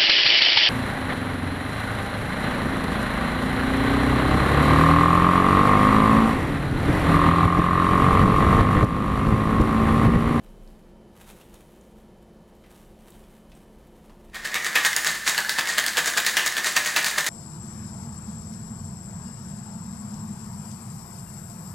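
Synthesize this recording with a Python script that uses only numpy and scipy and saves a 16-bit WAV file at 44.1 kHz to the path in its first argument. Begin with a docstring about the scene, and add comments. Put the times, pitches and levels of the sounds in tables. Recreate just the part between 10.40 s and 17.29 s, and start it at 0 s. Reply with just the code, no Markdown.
"""At first a quiet room: an appliance hums over a deep rumble and clothes rustle faintly.
From about 3.9 s ice is shaken hard in a metal cocktail shaker, and the rumble dies away. Ten times a
second the load lands in one end of the tin: whole cubes knock, chips rattle, the drink slaps and the
wet steel shell clanks. Hard kitchen walls fill the gaps between the strokes. Towards the end, as the
ice breaks up, the tin rings less and the chips more. One microphone hears it all."""
import sys
import numpy as np
from scipy import signal
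from scipy.fft import rfft, irfft
from scipy.io import wavfile
from scipy.ndimage import uniform_filter1d

SR = 44100
rng = np.random.default_rng(int(sys.argv[2]) if len(sys.argv) > 2 else 0)


def dump(signal):
    """Clip the signal to [-1, 1] and save it as 16-bit WAV at the path in sys.argv[1]."""
    limited = np.clip(np.atleast_2d(signal).T, -1, 1)
    pcm = np.round(limited * 32767).astype(np.int16)
    wavfile.write(sys.argv[1], SR, pcm)


N = 303849

# The load lands in base and cap by turns, one cube ahead of the rest. Each row: start in seconds,
# first cube's level in dB, load's level in dB, its lag in seconds, its settling time in seconds.
LANDINGS = [(3.9459, -35.5, -41, .006, .04), (4.05, -31, -33, 0.0025, .026),
            (4.1431, -19, -30, 0.014, 0.02), (4.2459, -24.5, -29.5, 0.017, 0.022),
            (4.3548, -18.5, -25.5, 0.0036, 0.033), (4.4495, -14, -21.5, 0.0088, 0.014),
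            (4.5642, -11.5, -32.5, 0.0064, 0.03), (4.6465, -21, -25, 0.022, 0.034),
            (4.753, -30, -39, 0.0041, 0.015), (4.865, -30, -22.5, 0.012, .031),
            (4.9791, -16, -27.5, 0.0038, 0.017), (5.0942, -15.5, -32.5, .001, 0.052),
            (5.185, -23, -26, 0.0024, .017), (5.273, -23.5, -30.5, 0.013, 0.063),
            (5.382, -14, -24, 0.0021, 0.013), (5.4639, -16.5, -29, .017, 0.016),
            (5.5707, -15.5, -24, 0.0088, 0.02), (5.659, -22, -25, .017, .018),
            (5.774, -16, -23, 0.0048, 0.015), (5.865, -14.5, -26, 0.0042, 0.03),
            (5.969, -14, -27.5, .003, 0.038), (6.0627, -17.5, -26, 0.0063, 0.012),
            (6.168, -19, -29.5, 0.012, 0.015), (6.2447, -21, -26, .021, 0.033),
            (6.3651, -18, -23, 0.0021, 0.019), (6.46, -21.5, -29.5, 0.0052, 0.039),
            (6.5626, -15.5, -25.5, 0.0066, 0.032), (6.645, -15, -26.5, 0.021, 0.027),
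            (6.7819, -21, -24, .002, 0.016), (6.8647, -20.5, -29, 0.0027, 0.039)]
# Shares of a landing for liquid, shell, cubes and chips.
# Each row: gain in the base in dB, gain in the cap in dB, change in dB per second of shaking.
LOAD_SHARES = [(-2.5, -8, -0.25), (7.5, 4.5, -2), (-1, -2, 0.5), (-3.5, -1.5, 1.0)]
# The tin, damped by liquid and hands. Each row: frequency in Hz, relative level in dB, t60 in seconds.
SHELL_MODES = [(1402, -13, 0.021), (1495, -12, 0.014), (1647, -2.5, 0.018), (1680, -4.5, 0.021),
               (1774, -6, 0.025), (1774, -4, 0.026), (1831, 0, 0.075), (2023, -9, 0.0078),
               (2086, -3.5, 0.023), (2400, -15, .05), (2720, -25, 0.042)]
# Its main ring drifts as the drink wets more or less wall. Each row: time in seconds, pitch in Hz.
SHELL_DRIFT = [(4.038, 1807), (4.191, 1987), (4.26, 1800), (4.901, 1757), (5.602, 1749), (6.9, 1800)]
# Hollow resonances set off by the load. 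Each row: frequency in Hz, gain in dB, t60 in seconds.
HOLLOW_MODES = [(164, -19.5, 0.18), (609, -20.5, 0.33), (1170, -7, 0.029), (2550, 2.5, 0.0018)]
# The heaviest slams. Each row: start in seconds, level in dB, frequency in Hz, decay in seconds.
HEAVY_SLAMS = [(4.354, -21, 2550, 0.031), (5.969, -23.5, 2680, .04), (6.563, -23.5, 2400, 0.039)]
# Spectra of drink, cubes, chips, cloth and air. Each row: frequency in Hz, relative density in dB.
LIQUID_SPECTRUM = [(70, -41), (125, -17), (158, -7.5), (205, -5.5), (290, -0.5), (420, -1), (610, 2),
                   (800, 2.5), (1100, 5.5), (1400, 4), (2000, -24), (4000, -56)]
CUBE_SPECTRUM = [(500, -5), (1200, -1), (2200, 1.5), (2900, -5.5), (3600, 5.5), (4500, -3), (5500, -4.5),
                 (8000, -20), (16000, -2.5)]
CHIP_SPECTRUM = [(2000, -29), (4500, 4), (5600, -4), (6500, 2.5), (7600, 1), (8800, -4.5), (10000, -5),
                 (11500, -13), (16000, -19.5)]
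CLOTH_SPECTRUM = [(400, 1), (900, 4.5), (1800, 0), (3300, -1.5), (5000, -9), (7000, -5.5), (10000, -4.5),
                  (14000, -7), (16000, -16)]
AIR_SPECTRUM = [(26, -40), (40, -32), (52, -3.5), (98, -12.5), (140, -7.5), (185, -2), (250, -10.5),
                (390, -10), (520, -11.5), (820, -18), (1510, -29), (3160, -35.5), (4460, -37),
                (14500, -50.5), (16000, -60)]
# A sleeve brushes. Each row: start in seconds, length in seconds, level in dB.
SLEEVE_BRUSHES = [(0.053, 0.022, -66), (0.262, 0.026, -70), (0.768, 0.2, -57.5), (1.15, 0.023, -63.5),
                  (1.326, .12, -68.5), (2.32, .05, -59), (2.55, 0.37, -66.5), (2.705, .03, -75),
                  (3.142, 0.033, -65), (3.316, 0.8, -69)]
# Handling ticks and bumps.
# Each row: start in seconds, peak in dB, pitch in Hz, scuff's decay in seconds, ring's t60 in seconds.
HANDLING_TICKS = [(0.91, -43, 6600, 0.002, .001), (1.01, -50, 2980, .012, .003),
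                  (1.1417, -41, 9100, .0024, .0005), (1.16, -52, 3340, .004, 0.018),
                  (2.237, -49.5, 1900, .028, 0.0029), (2.7037, -41, 9100, .0027, 0.00042),
                  (3.117, -47.5, 2190, 0.011, 0.0018), (3.696, -46.5, 790, .012, .006)]
# The kitchen's reverberation. Each row: frequency in Hz, t60 in seconds.
KITCHEN_T60 = [(150, 0.5), (1800, 0.67), (6000, 0.71), (14000, 1)]
# The appliance's hum and thin whine. Each row: frequency in Hz, amplitude in dB.
HUM_TONES = [(57, -60), (118, -66), (217.6, -56), (351.7, -60), (527.6, -67.5), (937, -73)]
WHINE_TONES = [(1746, -75.5), (3047, -74.5), (10024, -80)]
# The whine recedes and the rumble dies away. Each row: time in seconds, gain in dB.
WHINE_GAIN = [(0, 0), (2.2, -1.5), (3, 0), (4.2, -5)]
RUMBLE_GAIN = [(0, -60), (.1, -44), (.55, -58.5), (1.5, -60.5), (3, -54), (4.1, -55.5), (4.3, -105)]

BUILD_UP_S = .006   # shortest time in which the load piles up
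CUTOFF_HZ = 16000


def shaker():
    """Impact and friction: landings and sliding set the strength of contacts that excite each part."""
    on_liquid, on_shell, on_cubes, on_chips = landing_forces()
    knocks, sliding = cube_impacts(), sliding_force()
    hits, jolt, shower = cube_knocks(knocks)
    # independent forces add in power, hence hypot
    on_cubes, on_chips = np.hypot(on_cubes, jolt), np.hypot(on_chips, 1.2 * jolt)
    slaps = contacts(per_s=1200, spread_db=4) * np.hypot(on_liquid, from_db(-46.5) * sliding)
    clatter = contacts(per_s=1800, spread_db=7) * np.hypot(on_cubes, from_db(-45.5) * sliding)
    splinters = contacts(per_s=3000, spread_db=3) * np.hypot(on_chips, from_db(-47.5) * sliding)
    liquid = from_db(.9) * high_pass(colour(slaps, LIQUID_SPECTRUM), hz=110)
    hollow = sum(from_db(db) * ring(contacts(per_s=2200, spread_db=3) * on_liquid, hz, t60)
                 for hz, db, t60 in HOLLOW_MODES)
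    cubes = from_db(-3) * colour(grains(clatter, 1410, 8500, cycles=3.15), CUBE_SPECTRUM)
    chips = from_db(-.5) * colour(grains(splinters, 3150, 18900, cycles=3.9), CHIP_SPECTRUM)
    shards = high_pass(contacts(per_s=1600, spread_db=3) * shower, hz=8000)
    tin = from_db(.23) * shell(np.hypot(on_shell, from_db(-35) * sliding), knocks)
    return liquid + hollow + cubes + chips + shards + hits + tin + wall_barks()


def landing_forces():
    """Inelastic collision: the force on each part swells as the load piles up and fades as it settles."""
    t, power, shares = seconds(N)[::20], 0, np.array(LOAD_SHARES)
    for k, (s, _, load_db, lag, settling) in enumerate(LANDINGS):
        part_db = load_db + shares[:, k % 2] + shares[:, 2] * (s - LANDINGS[0][0])
        since = t - s - lag
        build_up = BUILD_UP_S + .42 * abs(lag)   # a lagging load is strung out
        shape = np.exp(-np.maximum(-since / build_up, since / settling))
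        power = power + np.outer(from_db(part_db), shape) ** 2
    return [np.interp(seconds(N), t, np.sqrt(p)) for p in power]


def cube_impacts(crack_hz=4550, spread_octaves=.34):
    """Discrete impacts. Each row: start in seconds, level in dB, pitch in Hz, shell's ring in dB."""
    rows = []
    normal, uniform = rng.standard_normal((len(LANDINGS), 2, 4)), rng.random((len(LANDINGS), 3))
    for stroke, (pitch, clank), (second, stray, loose) in zip(LANDINGS, normal, uniform):
        s, cube_db, load_db, lag, _ = stroke
        # four cubes: the first, a second with the load, a stray soon after, a loose one in mid-flight
        delays = np.array([0, lag + BUILD_UP_S * second, lag + .025 * stray, .055 + .033 * loose])
        hit_db = [cube_db, load_db + 3.5, load_db + 1, load_db - 2.5]
        shell_db = load_db + 7.5 + 1.5 * clank + [4.5, 0, 0, -2.5]   # the first meets bare steel
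        rows += zip(s + delays, hit_db, crack_hz * 2 ** (spread_octaves * pitch), shell_db)
    return rows


def cube_knocks(knocks, jolt_db=-14, jolt_s=.0052, shower_db=-18, shower_s=.015):
    """Momentum transfer: each hard hit cracks, jolts nearby cubes and sheds a longer shower of chips."""
    hits, jolt, shower = np.zeros((3, N))
    t = seconds(SR // 8)
    for s, hit_db, hz, _ in knocks:
        sound = high_pass(crack(hz, decay_s=.00086, grit=.69), hz=700)
        onset_rms = np.sqrt(np.mean(sound[:SR // 500] ** 2))
        add(hits, s, from_db(hit_db) * sound / onset_rms)
        add(jolt, s, from_db(hit_db + jolt_db) * np.exp(-t / jolt_s))
        add(shower, s, from_db(hit_db + shower_db) * np.exp(-t / shower_s))
    return hits, jolt, shower


def crack(hz, decay_s, grit, size=2000):
    """Brittle contact: three heavily damped inharmonic modes and a little noise, with a peak of 1."""
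    t = seconds(size)
    modes_hz = np.minimum(hz * np.array([.62, 1, 1.5]) * (1 + .098 * rng.standard_normal(3)), CUTOFF_HZ)
    body = np.array([.8, -1, .6]) @ np.sin(2 * np.pi * modes_hz[:, None] * t)
    sound = (body + grit * rng.standard_normal(size)) * np.exp(-t / decay_s)
    return sound / np.abs(sound).max()


def grains(clicks, low_hz, high_hz, cycles, count=20):
    """Free vibration: each click rings a piece of ice for a few cycles, at a pitch set by its size."""
    piece = rng.integers(0, count, N)
    pitches = np.linspace(low_hz, high_hz, count)
    return sum(ring(clicks * (piece == k), hz, cycles / hz) for k, hz in enumerate(pitches))


def shell(force, knocks, rest_hz=1800, contact_s=.00069, choke_s=.003):
    """Modal superposition: contacts land all over the tin, so each mode gets its own drive and phase."""
    bent_time = np.cumsum(shell_pitch() / rest_hz) / SR
    out, t = np.zeros(N), seconds(SR // 20)
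    total = np.linalg.norm(from_db([row[1] for row in SHELL_MODES]))
    clank = np.exp(-t / choke_s) * (1 - np.exp(-t / contact_s))   # the cube stays and chokes its blow
    for hz, mode_db, t60 in SHELL_MODES:
        r = np.exp(-np.log(1000) / (t60 * SR))
        carrier = np.exp(2j * np.pi * hz * bent_time)
        drive = force * contacts(per_s=1500, spread_db=4.5) / carrier
        amplitude = signal.lfilter([np.sqrt(2 * (1 - r * r))], [1, -r], drive + 1e-18)
        for s, _, _, shell_db in knocks:
            add(amplitude, s, from_db(shell_db) * np.exp(2j * np.pi * rng.random()) * clank)
        out += from_db(mode_db) / total * (amplitude * carrier).real
    return high_pass(out, hz=690)


def shell_pitch(swing_hz=25, slosh_hz=49.98):
    """Mass loading: the drink lowers the ring in the base, raises it in the cap and sloshes at random."""
    stroke = np.interp(seconds(N), [row[0] for row in LANDINGS], np.arange(len(LANDINGS)))
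    drift = np.interp(seconds(N), *np.transpose(SHELL_DRIFT))
    return drift - swing_hz * np.cos(np.pi * stroke) + slosh_hz * wander(step_s=.06)


def wall_barks(width_hz=550):
    """Forced resonance: under a heavy slam the cubes chatter on the wall, above its main ring."""
    out, t = np.zeros(N), seconds(SR // 4)
    for s, bark_db, hz, decay_s in HEAVY_SLAMS:
        chatter = contacts(per_s=2900, spread_db=4.5)[:len(t)] * np.exp(-t / decay_s)
        add(out, s, from_db(bark_db) * ring(chatter, hz, t60=np.log(1000) / (np.pi * width_hz)))
    return out


def sliding_force(ordinary_db=-30.5, delay_s=.028, run_up_s=.11, rest_db=-65):
    """Sliding friction: ice rubs the wall from the run-up on, more weakly after a feeble stroke."""
    effort = [(s + delay_s, 1.2 * min(load_db - ordinary_db, 0)) for s, _, load_db, _, _ in LANDINGS]
    return level([(LANDINGS[0][0] - run_up_s, rest_db)] + effort)


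def clothes(attack_s=.032, release_s=.12, rest_db=-74, catch_db=4.5):
    """Stick-slip friction: fibres catch and let go under each brush, with dry ticks and soft scuffs."""
    t, power, ticks = seconds(N), from_db(rest_db) ** 2, list(HANDLING_TICKS)
    chances = rng.uniform(size=(len(SLEEVE_BRUSHES), 2))
    for (s, length, brush_db), (when, pitch) in zip(SLEEVE_BRUSHES, chances):
        fade = np.maximum((s - t) / attack_s, (t - s - length) / release_s)
        power = power + (from_db(brush_db) * np.exp(-np.clip(fade, 0, 20))) ** 2
        tick_hz = 4100 * 2 ** (.9 * (2 * pitch - 1))
        ticks.append((s + when * length, -50, tick_hz, .0026, .0014))   # one faint tick in each brush
    catching = from_db(catch_db * wander(step_s=.022))
    out = np.sqrt(power) * catching * colour(contacts(per_s=1400, spread_db=4), CLOTH_SPECTRUM)
    t = seconds(SR // 12)
    for s, peak_db, hz, decay_s, t60 in ticks:
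        scuff = ring(rng.standard_normal(len(t)) * np.exp(-t / decay_s), hz, t60)
        add(out, s, from_db(peak_db) * scuff / np.abs(scuff).max())
    return out


def kitchen(x, wet_db, near_db, echoes=30, onset_s=.0066):
    """Reverberation: early reflections from nearby cupboards, then a diffuse tail decaying by band."""
    t, tail = seconds(SR // 2), 0
    edges = np.geomspace(80, 17000, 9)
    for low, high in zip(edges, edges[1:]):
        band_pass = signal.butter(2, [low, high], "band", fs=SR, output="sos")
        band = signal.sosfilt(band_pass, rng.standard_normal(len(t)))
        tail = tail + band * np.exp(-np.log(1000) * t / at_hz(KITCHEN_T60, np.sqrt(low * high)))
    tail *= 1 - np.exp(-t / onset_s)
    near = np.zeros(len(t))
    near[(rng.uniform(.003, .022, echoes) * SR).astype(int)] = rng.standard_normal(echoes)
    diffuse = from_db(wet_db) * tail / np.linalg.norm(tail)
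    early = from_db(near_db) * near / np.linalg.norm(near)
    return x + signal.fftconvolve(x, early + diffuse)[:N]


def appliance(tones, waver_db):
    """Periodic vibration: steady spectral lines, each with a narrow skirt of noise."""
    out = 0
    for hz, tone_db in tones:
        waver = rms_one(ring(rng.standard_normal(N), hz, t60=.13))
        out = out + from_db(tone_db) * (np.sin(2 * np.pi * hz * seconds(N)) + from_db(waver_db) * waver)
    return out


def background(air_db=-53, rumble_hz=31):
    """Ambient noise: broadband room air, the appliance's hum and whine, and a narrow-band rumble."""
    air = from_db(air_db) * colour(rng.standard_normal(N), AIR_SPECTRUM)
    hum = appliance(HUM_TONES, waver_db=-9.5)
    whine = level(WHINE_GAIN) * appliance(WHINE_TONES, waver_db=-19)
    rumble = rms_one(ring(ring(rng.standard_normal(N), rumble_hz, t60=.23), rumble_hz, t60=.23))
    return air + hum + whine + level(RUMBLE_GAIN) * rumble


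def contacts(per_s, spread_db):
    """Shot noise: random clicks of uneven size, their short-term power held near 1."""
    sizes = from_db(spread_db * rng.standard_normal(N)) * rng.choice([-1, 1], N)
    clicks = sizes * (rng.random(N) < per_s / SR)
    return clicks / np.sqrt(np.abs(uniform_filter1d(clicks ** 2, size=700)) + 1e-6)


def ring(x, hz, t60):
    """Damped resonance: one mode, keeping the power of a white input."""
    r, w = np.exp(-np.log(1000) / (t60 * SR)), 2 * np.pi * hz / SR
    gain = np.sqrt((1 - r * r) / 2)
    return signal.lfilter([gain, 0, -gain], [1, -2 * r * np.cos(w), r * r], x + 1e-18)


def colour(x, spectrum, size=8192):
    """Minimum-phase filtering: causal, keeping the power of a white input."""
    cepstrum = irfft(np.log(from_db(at_hz(spectrum, np.fft.rfftfreq(size, 1 / SR)))))
    cepstrum[1:size // 2] *= 2
    cepstrum[size // 2 + 1:] = 0
    response = irfft(np.exp(rfft(cepstrum)))
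    return signal.fftconvolve(x, response / np.linalg.norm(response))[:N]


def high_pass(x, hz):
    """Second-order roll-off below hz."""
    return signal.sosfilt(signal.butter(2, hz, "high", fs=SR, output="sos"), x)


def wander(step_s):
    """Random modulation: a new value every step_s, with a spread of about 1."""
    steps = rng.standard_normal(N // 100)
    return np.interp(seconds(N) / step_s, np.arange(len(steps)), steps)


def level(rows):
    """Gain envelope. Each row: time in seconds, level in dB."""
    return from_db(np.interp(seconds(N), *np.transpose(rows)))


def at_hz(points, hz):
    """Interpolation on a log-frequency axis."""
    known_hz, values = np.transpose(points)
    return np.interp(np.log(hz + 1), np.log(known_hz), values)


def add(out, s, sound):
    """Superposition of a short sound at time s."""
    start = min(int(round(s * SR)), N)
    out[start:start + len(sound)] += sound[:N - start]


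def from_db(db):
    """Decibels to amplitude ratio."""
    return 10 ** (np.asarray(db) / 20)


def rms_one(x):
    """Normalisation to an rms of 1."""
    return x / np.sqrt(np.mean(x ** 2) + 1e-20)


def seconds(size):
    """Time axis."""
    return np.arange(size) / SR


def scene():
    """Superposition at one microphone, carried by both channels."""
    mono = kitchen(shaker() + clothes(), wet_db=-6, near_db=-11.5) + background()
    return np.array([mono, mono])


def record(dry):
    """Soft saturation rounds the highest peaks; a steep low-pass limits the bandwidth."""
    rounded = 1.19 * np.tanh(dry / 1.217)
    return signal.sosfilt(signal.ellip(12, .1, 80, CUTOFF_HZ, fs=SR, output="sos"), rounded)


dry = scene()
out = record(dry)
dump(out)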